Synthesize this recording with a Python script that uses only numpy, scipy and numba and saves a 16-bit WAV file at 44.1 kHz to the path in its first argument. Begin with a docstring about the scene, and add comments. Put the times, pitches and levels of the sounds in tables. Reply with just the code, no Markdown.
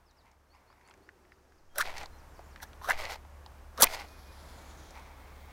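"""A forest clearing: birds sing and a far engine drones while a match is struck, microphone worn on the chest.
Head and grit: random clicks ring two gliding box notes, with slips and snaps as separate knocks.
Three strokes, with a light brush before the second; after the last, filtered clicks hiss as the flame.
The sleeve rubs as clumped clicks through cloth resonances; small ticks and soft rustles sit close by.
Leaves are coloured noise, the engine two wavering sines, the birds gliding whistles with an echo."""
import sys
import numpy as np
from scipy import signal
from scipy.fft import rfft, irfft
from scipy.io import wavfile
from numba import njit

SR = 44100
rng = np.random.default_rng(int(sys.argv[2]) if len(sys.argv) > 2 else 0)


def bounce(signal):
    """Save signal as a 16-bit WAV file at the path given by the first command-line argument."""
    frames = np.transpose(np.atleast_2d(signal))
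    limited = np.clip(frames, -1, 1)
    pcm = np.round(limited * 32767).astype(np.int16)
    wavfile.write(sys.argv[1], SR, pcm)


N = 243592
TIME = np.arange(N) / SR


def from_db(db):
    """Decibels to an amplitude factor."""
    return 10 ** (np.asarray(db) / 20)


def rms_one(x):
    """Scale a sound to rms 1."""
    return x / np.sqrt(np.mean(x ** 2) + 1e-20)


def in_time(tables, fade_s=.006):
    """Join the columns of short tables along the time line, after a gate that is open inside each table."""
    start_s, *columns = np.transpose(np.vstack(tables))
    gate = np.zeros(N)
    for table in tables:
        first_s, last_s = table[0][0], table[-1][0]
        gate += np.interp(TIME, [first_s - fade_s, first_s, last_s, last_s + fade_s], [0, 1, 1, 0])
    return [gate] + [np.interp(TIME, start_s, column) for column in columns]


def swell(loudest_s, level_db, rise_s, fall_s):
    """Gain that climbs 20 dB to its top and falls 20 dB again, straight in dB; signs of the times ignored."""
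    before = (loudest_s - TIME) / abs(rise_s)
    after = (TIME - loudest_s) / abs(fall_s)
    return from_db(level_db - 20 * np.where(TIME < loudest_s, before, after))


def colour(x, spectrum):
    """Filter a sound by a curve of dB over frequency, joined on a log axis; rms 1."""
    hz, db = np.transpose(spectrum)
    grid_hz = np.maximum(np.arange(len(x) // 2 + 1) * SR / len(x), 1)
    gain_db = np.interp(np.log(grid_hz), np.log(hz), db)
    return rms_one(irfft(rfft(x) * from_db(gain_db), len(x)))


def resonate(x, hz, width_hz):
    """Two-pole resonance, gain 1 on top."""
    r = np.exp(-np.pi * width_hz / SR)
    feed = np.array([1, 0, -1]) * (1 - r * r) / 2
    return signal.lfilter(feed, [1, -2 * r * np.cos(2 * np.pi * hz / SR), r * r], x)


def resonate_twice(x, hz, width_hz):
    """Two equal fixed resonances in a row for steeper sides; rms 1."""
    return rms_one(resonate(resonate(x, hz, width_hz), hz, width_hz))


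@njit
def gliding(x, hz, width_hz, rate):
    """Resonance whose centre moves sample by sample."""
    out, r = np.zeros(len(x)), np.exp(-np.pi * width_hz / rate)
    for i in range(2, len(x)):
        turn = 2 * r * np.cos(2 * np.pi * hz[i] / rate)
        out[i] = x[i] - x[i - 2] + turn * out[i - 1] - r * r * out[i - 2]
    return out


def glide_twice(x, hz, width_hz):
    """Two equal moving resonances in a row for steeper sides; rms 1."""
    return rms_one(gliding(gliding(x, hz, width_hz, SR), hz, width_hz, SR))


def drift(rate_hz):
    """Slow random wander: noise through two low-pass poles, rms 1, started a second early to settle."""
    r = np.exp(-2 * np.pi * rate_hz / SR)
    return rms_one(signal.lfilter([1], [1, -2 * r, r * r], rng.standard_normal(N + SR))[SR:])


def grains(per_s, spread_db):
    """Random clicks of uneven size and either sign; rms 1."""
    sizes = from_db(spread_db * np.minimum(rng.exponential(1, N), 5)) * rng.choice([-1, 1], N)
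    return rms_one(sizes * (rng.random(N) < per_s / SR))


def knocks(rows, t60_s, sharpness, skirt):
    """Each row (start_s, peak_db, pitch_hz): a hard contact and dying rattle through two resonances."""
    out, after_s = np.zeros(N + SR), np.arange(SR // 12) / SR
    noise = rng.standard_normal((len(rows), len(after_s)))
    for (start_s, peak_db, hz), push in zip(rows, noise):
        push[0] = 5   # the first contact
        width_hz = hz / sharpness
        ring = resonate(push * from_db(-60 * after_s / t60_s), hz, skirt * width_hz)
        ring = resonate(ring, hz, width_hz)
        at = round(start_s * SR)
        out[at:at + len(after_s)] += from_db(peak_db) * ring / abs(ring).max()
    return out[:N]


# the clearing, lifted once the striking starts: start_s [s], air_db [dB], rumble_db [dB]
CLEARING = [(0, -67, -66), (.5, -68, -67.5), (1, -65, -70.5), (1.7, -67, -68), (1.79, -58.5, -59),
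            (2.1, -58.5, -54), (3.7, -58, -51.5), (4.3, -55, -52), (4.7, -54, -52.5), (5.1, -55, -54.5),
            (5.52, -57.5, -51.5)]
# tone of the air: pitch_hz [Hz], density_db [dB per Hz]
AIR_TONE = [(53, -18.5), (90, -5.5), (103, -9.5), (192, -12.5), (353, -13), (393, -14.5), (510, -12.5),
            (896, -12.5), (1640, -18), (3220, -29.5), (5200, -32), (8500, -35), (15000, -36.5),
            (16000, -41.5)]
# far engine, its two lowest orders: pitch_hz [Hz], level_db [dB over the rumble]
ENGINE_ORDERS = [(34.5, -4.5), (70.5, 0.5)]
# a dull hum far off: loudest_s [s], level_db [dB], rise_s [s per 20 dB], fall_s [s per 20 dB]
PASSING_HUM = (0.92, -65.5, 0.14, 1.4)


def forest():
    """Leaves and far traffic as coloured noise over a ground rumble, with an engine wavering in it."""
    _, air_db, rumble_db = in_time([CLEARING])
    air = colour(rng.standard_normal(N), AIR_TONE) * from_db(air_db + .7 * drift(3))
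    warped_s = np.cumsum(1 + .01 * drift(2)) / SR   # engine speed wavers by 1 %
    engine = sum(from_db(level_db + 2.0 * drift(8.3)) * np.sin(2 * np.pi * hz * warped_s)
                 for hz, level_db in ENGINE_ORDERS)
    ground = from_db(-7) * resonate_twice(rng.standard_normal(N), 42, 50)
    hum = swell(*PASSING_HUM) * rms_one(resonate(rng.standard_normal(N), 364, 48))
    return air + from_db(rumble_db) * (engine + ground) + hum


# far birds blur into a high haze that rises, then slowly fades:
# loudest_s [s], level_db [dB], rise_s [s per 20 dB], fall_s [s per 20 dB, sign ignored by swell()]
BIRD_HAZE = (2.1, -78, 4, -12.5)
# single notes: start_s [s], length_s [s], first_hz, middle_hz, last_hz [Hz], level_db [dB]
BIRD_NOTES = [(.052, .065, 5600, 4750, 3500, -71), (.158, .062, 6000, 4750, 3500, -71),
              (.495, .07, 4350, 4550, 5500, -71), (.668, .068, 4350, 4550, 5600, -73),
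              (.84, .06, 4300, 4550, 5300, -72), (1.02, .06, 4300, 4600, 5500, -74),
              (1.315, .03, 5900, 4900, 4300, -74), (1.575, .027, 5800, 4700, 4000, -74),
              (1.695, .06, 3220, 3220, 3220, -78), (2.105, .085, 4150, 4150, 4150, -73),
              (2.175, .04, 7100, 5300, 4400, -69), (2.28, .05, 7000, 7350, 7450, -75),
              (2.335, .05, 7400, 5300, 4300, -69), (2.425, .07, 6300, 7200, 7300, -73),
              (2.497, .05, 7200, 5200, 4200, -69), (2.66, .045, 7300, 5700, 4500, -71),
              (4.06, .14, 2480, 2470, 2460, -65), (4.24, .11, 2460, 2450, 2440, -67),
              (4.58, .12, 2270, 2260, 2240, -65)]
ECHO_DB, ECHO_T60_S = -38, .4   # gain and decay of what the trunks return


def birds():
    """Near-sine whistles gliding through three pitches, with an echo off the trunks and a haze of noise."""
    notes = np.zeros(N)
    flutter_db = 2.5 * drift(90)   # leaves and moving air make the level flutter
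    for start_s, length_s, first_hz, middle_hz, last_hz, level_db in BIRD_NOTES:
        u = np.arange(round(length_s * SR)) / (length_s * SR)
        hz = np.polyval(np.polyfit([0, .5, 1], [first_hz, middle_hz, last_hz], 2), u)
        whistle = np.sin(np.pi * u) ** .5 * np.sin(2 * np.pi * np.cumsum(hz) / SR)
        at = round(start_s * SR)
        notes[at:at + len(u)] += from_db(level_db + flutter_db[at:at + len(u)]) * whistle
    tail_s = np.arange(SR // 4) / SR
    tail = rng.standard_normal(SR // 4) * from_db(-60 * tail_s / ECHO_T60_S)
    haze = swell(*BIRD_HAZE) * resonate_twice(rng.standard_normal(N), 5400, 3200)
    return notes + haze + from_db(ECHO_DB) * signal.fftconvolve(notes, tail)[:N]


# soft rustles of hands: loudest_s [s], level_db [dB], rise_s, fall_s [s per 20 dB]
HAND_RUSTLES = [(.262, -62.5, 0.033, 0.1), (.54, -65, 0.017, 0.15), (.72, -75, 0.12, 0.25),
                (.91, -64, 0.19, 0.05), (4.972, -50, 0.065, 0.073), (5.08, -58, .08, 0.18),
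                (5.3, -65, .2, 0.17), (5.51, -56, 0.05, 0.054)]
UPPER_DB, CRACKLE_DB = -3.5, -13.5   # over the low note of the rustle
CRACKLES_PER_S = 170


def hands():
    """Skin and card rubbing softly on two notes of the box, with loose crackles."""
    rub = grains(3700, 3.3)
    low = resonate_twice(rub, 900, 380)
    upper = resonate_twice(rub, 2100, 610)
    crackle = rms_one(resonate(grains(CRACKLES_PER_S, 1.6), 2700, 4000))
    rustle = low + from_db(UPPER_DB) * upper + from_db(CRACKLE_DB) * crackle
    return sum(swell(*row) for row in HAND_RUSTLES) * rustle


# small ticks of fingers, sleeve and match head, a dull note with a snap on top:
# start_s [s], note_db [dB peak], note_hz [Hz], snap_db [dB peak], snap_hz [Hz]
SMALL_TICKS = [(0.111, -71, 900, -55.5, 5470), (0.315, -72, 818, -55.5, 5200), (0.548, -56, 845, -63, 5400),
               (0.702, -52, 1000, -60.5, 2400), (0.727, -54, 1310, -62, 3500),
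               (0.811, -52, 1800, -60, 4500), (0.876, -56, 1400, -51, 7500),
               (0.886, -50, 1980, -55.5, 7100), (0.897, -67, 1000, -54, 8000), (0.91, -49, 1500, -50, 3020),
               (0.976, -62, 1500, -63, 7500), (1.251, -57, 1870, -70, 3500), (1.758, -44, 1410, -40, 5750),
               (2.577, -51, 1900, -60, 3500), (2.837, -42, 970, -46, 5000), (3.777, -39, 1520, -34, 4450),
               (0.939, -49, 1980, -54.5, 6120), (1.09, -39, 1680, -55, 3650), (1.32, -46, 1710, -68, 3500),
               (1.522, -54, 1400, -62, 3500), (1.864, -57, 683, -32, 3480), (1.971, -35, 2000, -36, 4760),
               (1.981, -42, 2220, -29.5, 5000), (2.032, -38, 755, -38.5, 5470),
               (2.058, -46, 970, -38.5, 4400), (2.392, -40, 730, -51, 4000), (2.56, -39, 1660, -43.5, 3630),
               (2.602, -43, 1690, -52, 3600), (2.732, -48, 1160, -46, 3320), (3.053, -30, 2100, -29, 4200),
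               (3.122, -47, 880, -38.5, 5560), (3.144, -46, 880, -40, 3680), (3.158, -37.5, 760, -42, 3900),
               (3.25, -46.5, 800, -55, 3500), (3.462, -44, 836, -39, 3930), (3.869, -26, 2370, -40, 3700),
               (3.938, -35.5, 732, -34, 4540), (3.998, -56, 800, -36.5, 4430), (4.044, -42, 690, -52, 3530),
               (4.907, -52.5, 620, -44, 6040), (4.954, -61.5, 842, -47.5, 3900),
               (4.965, -57.5, 870, -56, 3420)]
NOTE_T60_S, NOTE_SHARPNESS = 0.025, 2.7
TOP_T60_S, TOP_SHARPNESS = 0.015, 2.2


def ticks():
    """A small contact rings a dull note and a snap at the same moment."""
    rows = np.array(SMALL_TICKS)
    notes = knocks(rows[:, :3], NOTE_T60_S, NOTE_SHARPNESS, 1.8)
    tops = knocks(rows[:, [0, 3, 4]], TOP_T60_S, TOP_SHARPNESS, 1.4)
    return notes + tops


# sleeve swinging back past the chest, one table a swing: start_s [s], rub_db [dB], treble_db [dB]
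SLEEVE_SWINGS = [
    [(1.83, -52, -58), (1.856, -43.5, -55), (1.9, -43, -57), (1.936, -52.5, -64), (1.968, -44, -54),
     (2.042, -46.5, -60), (2.084, -72, -90)],
    [(2.93, -38, -59), (2.95, -50, -60.5), (2.992, -39, -48.5), (3.035, -40.5, -51.5), (3.065, -44, -60),
     (3.104, -42.5, -47), (3.13, -43.5, -48.5), (3.2, -70.5, -86)],
    [(3.85, -34.5, -51.5), (3.882, -45, -56), (3.94, -39.5, -41), (3.975, -44.5, -58), (4.0, -45.5, -53),
     (4.048, -52, -60), (4.1, -77, -64.5)],
]
# resonances of the cloth fold: pitch_hz [Hz], width_hz [Hz], level_db [dB]
CLOTH_FOLD = [(696, 570, 6.5), (1220, 1300, 0.5), (1940, 330, -0.5), (2570, 120, -51)]
# tone of the cloth treble: pitch_hz [Hz], density_db [dB per Hz]
CLOTH_TREBLE = [(1650, -24.5), (2800, -71.5), (3170, -7), (4500, 0), (8060, -12.5), (12700, -13.5),
                (14400, -16), (16000, -19)]
# the chest push of each swing: loudest_s [s], level_db [dB], rise_s, fall_s [s per 20 dB]
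CHEST_PUSHES = [(1.88, -35.5, 0.21, .3), (2.961, -31, 0.083, 0.15), (3.85, -34, 0.025, 0.16)]


def sleeve():
    """Fibres catch in clumps and ring the fold of cloth; the swing pushes the microphone slowly."""
    gate, rub_db, treble_db = in_time(SLEEVE_SWINGS, fade_s=0.052)
    fibres = grains(4000, 4.0) * from_db(1.3 * drift(80))
    body = rms_one(sum(from_db(level_db) * resonate(resonate(fibres, hz, width_hz), hz, 2 * width_hz)
                       for hz, width_hz, level_db in CLOTH_FOLD))
    treble = colour(grains(20000, 5.3) * from_db(1.7 * drift(30)), CLOTH_TREBLE)
    push = np.sin(2 * np.pi * 9 * np.cumsum(1 + 0.186 * drift(3.14)) / SR)   # wanders around 9 Hz
    pushes = sum(swell(*row) for row in CHEST_PUSHES) * push
    return gate * (from_db(rub_db) * body + from_db(treble_db) * treble) + pushes


# head dragged over the grit, one table a contact:
# start_s [s], box_db [dB], box_hz [Hz], lower_db [dB, lower note over the box note], grit_db [dB]
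DRAG_STROKES = [
    [(1.75, -60, 1410, 3, -68), (1.76, -46, 1420, 0.5, -49), (1.772, -51, 1440, 6.5, -54.5),
     (1.786, -35, 1470, 0, -35.5), (1.8, -33, 1260, -12.5, -44.5), (1.812, -28, 1600, -24, -36),
     (1.822, -34, 1820, -5, -55), (1.845, -62, 1600, -5, -75)],
    [(2.595, -79, 1680, 0, -100), (2.622, -57, 1670, -2, -50), (2.635, -45.5, 1660, -0.5, -43.5),
     (2.66, -66, 1650, -28, -77)],
    [(2.81, -73, 940, -7, -84), (2.818, -52.5, 950, -25, -64), (2.85, -49, 1160, -8.5, -50.5),
     (2.878, -42, 1290, -5, -50.5), (2.886, -37.5, 1350, 5.5, -45), (2.9, -32, 1560, -3, -44),
     (2.912, -34, 1900, 1, -34.5), (2.924, -53, 1900, -10, -60), (2.945, -62, 1800, 8, -73)],
    [(3.765, -59, 1020, -3, -68), (3.775, -57, 1070, -10, -55), (3.798, -36.5, 1320, 1, -45),
     (3.804, -39, 1400, 5, -38), (3.819, -51, 1300, 11, -36), (3.822, -36.5, 1200, -4.5, -21.5),
     (3.833, -17.5, 1090, -1.5, -13), (3.845, -41, 1170, -3, -41), (3.866, -48, 1290, -17, -47)],
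]
# thud in the hand, one a contact: level_db [dB over the box]
HAND_THUDS_DB = [-29, -13, -23, -9.5]
# tone of the grit: pitch_hz [Hz], density_db [dB per Hz]
GRIT_TONE = [(1530, -40), (2600, -7), (2910, -1), (3750, 5), (4960, -3.5), (5870, 5), (6990, -7.5),
             (11500, -3), (16000, -8.5)]
# the head slips and the box rings: start_s [s], peak_db [dB], pitch_hz [Hz]
HEAD_SLIPS = [(1.776, -45, 553), (1.784, -26.5, 1440), (1.799, -24, 1174), (1.804, -24, 1240),
              (1.812, -21, 1540), (1.823, -29, 1460), (2.63, -38.5, 1560), (2.815, -37.5, 957),
              (2.845, -32.5, 1200), (2.856, -37, 1180), (2.882, -29, 1400), (2.899, -23, 1540),
              (2.907, -13.5, 1690), (2.918, -24.5, 1750), (3.779, -38.5, 912), (3.796, -37, 597),
              (3.804, -24.5, 577), (3.808, -26.5, 1720), (3.814, -21, 1427), (3.822, -16, 856),
              (3.837, -18.5, 1047), (3.84, -18, 2108)]
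# grit snaps under the head: start_s [s], peak_db [dB, before the peaks are rounded], pitch_hz [Hz]
GRIT_SNAPS = [(1.7834, -10, 13800), (1.8004, -22, 13500), (1.8058, -33, 4320), (1.8126, -20, 3450),
              (1.8162, -21.5, 3230), (1.8229, -27, 3410), (2.626, -49, 5900), (2.6295, -32, 11500),
              (2.9002, -17, 6330), (2.91, -43, 4560), (2.9204, -30, 3100), (3.8053, -16, 10870),
              (3.8104, -8, 12100), (3.8148, -8, 12900), (3.8212, 1, 10890), (3.8232, 9, 11600),
              (3.8256, 0, 5760), (3.832, 2.5, 5800), (3.838, -2.5, 3400), (3.8416, 4, 12740)]
LOWER_BY_HZ, LOWEST_HZ = 816, 468   # the lower note of the box follows the upper, down to a floor
SLIP_T60_S, SLIP_SHARPNESS = 0.022, 4.4
SNAP_T60_S, SNAP_SHARPNESS = 0.0076, 0.96


def drag():
    """Rubbing: grit clicks ring two notes of the box and thud in the hand; slips and snaps stand out."""
    strokes = [[(*row, thud_db) for row in rows] for rows, thud_db in zip(DRAG_STROKES, HAND_THUDS_DB)]
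    gate, box_db, box_hz, lower_db, grit_db, thud_db = in_time(strokes, fade_s=0.0063)
    clicks = grains(5000, 3.56) * from_db(3.8 * drift(330))
    upper = glide_twice(clicks, box_hz, 444.0)
    lower = glide_twice(clicks, np.maximum(box_hz - LOWER_BY_HZ, LOWEST_HZ), 330.)
    thud = resonate_twice(clicks, 240, 270)
    box = upper + from_db(lower_db) * lower + from_db(thud_db) * thud
    grit = colour(grains(9000, 3.9) * from_db(2.0 * drift(180)), GRIT_TONE)
    slips = knocks(HEAD_SLIPS, SLIP_T60_S, SLIP_SHARPNESS, 1.5)
    snaps = knocks(GRIT_SNAPS, SNAP_T60_S, SNAP_SHARPNESS, 6.1)
    return gate * (from_db(box_db) * box + from_db(grit_db) * grit) + slips + snaps


# tone of the hiss: pitch_hz [Hz], density_db [dB per Hz]
HISS_TONE = [(1290, -10), (2200, 14.5), (2800, -9.5), (3140, 6.5), (3870, 0.5), (7210, -10.5), (8370, -8),
             (10800, -13), (15100, -4), (16000, -0.5)]
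# bands of the hiss, sliding down as the flame spreads: lighting_hz [Hz], slide [Hz per s],
# width_hz [Hz], loudest_s [s], lasts_s [s], level_db [dB over the hiss level]
FLAME_BANDS = [(5320, -1200, 3900, 4.47, 0.52, 2), (7820, -2100, 2000, 4.7, 0.27, 0.5),
               (11200, -2300, 2500, 4.45, 0.45, -3)]
LIGHTS_S, DIPS_S, HISS_DB, DIP_DB = 4.08, 4.98, -67, -69   # the base hiss dips slightly, then rises


def flare():
    """Gas hisses out of the burning head: dense coloured clicks, with bands that slide down and fade."""
    levels = [(LIGHTS_S, HISS_DB), (DIPS_S, HISS_DB), (DIPS_S + 0.059, DIP_DB), (N / SR, DIP_DB + 7)]
    gate, hiss_db = in_time([levels], fade_s=0.079)
    gas = colour(grains(17000, 1.5), HISS_TONE)
    sliding_s = np.clip(TIME - LIGHTS_S, 0, DIPS_S - LIGHTS_S)   # the slide stops at the dip
    bands = np.zeros(N)
    for lighting_hz, slide, width_hz, loudest_s, lasts_s, level_db in FLAME_BANDS:
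        bell = np.exp(-((TIME - loudest_s) / lasts_s) ** 2)
        band = glide_twice(gas, lighting_hz + slide * sliding_s, float(width_hz))
        bands += from_db(level_db) * bell * band
    return gate * from_db(hiss_db + 1.5 * drift(25)) * (from_db(-0.5) * gas + bands)


def scene():
    """Everything adds up at one microphone on the chest."""
    return (drag() + ticks() + sleeve() + hands() + flare() + forest() + birds())[None]


CUTOFF_HZ = 16800


def record(dry):
    """Peaks are rounded towards 0.6 of full scale, then a steep low-pass cuts the top."""
    rounded = .6 * np.tanh(dry / .6)
    return signal.sosfilt(signal.cheby2(16, 80, CUTOFF_HZ, fs=SR, output="sos"), rounded)


dry = scene()
out = record(dry)
bounce(out)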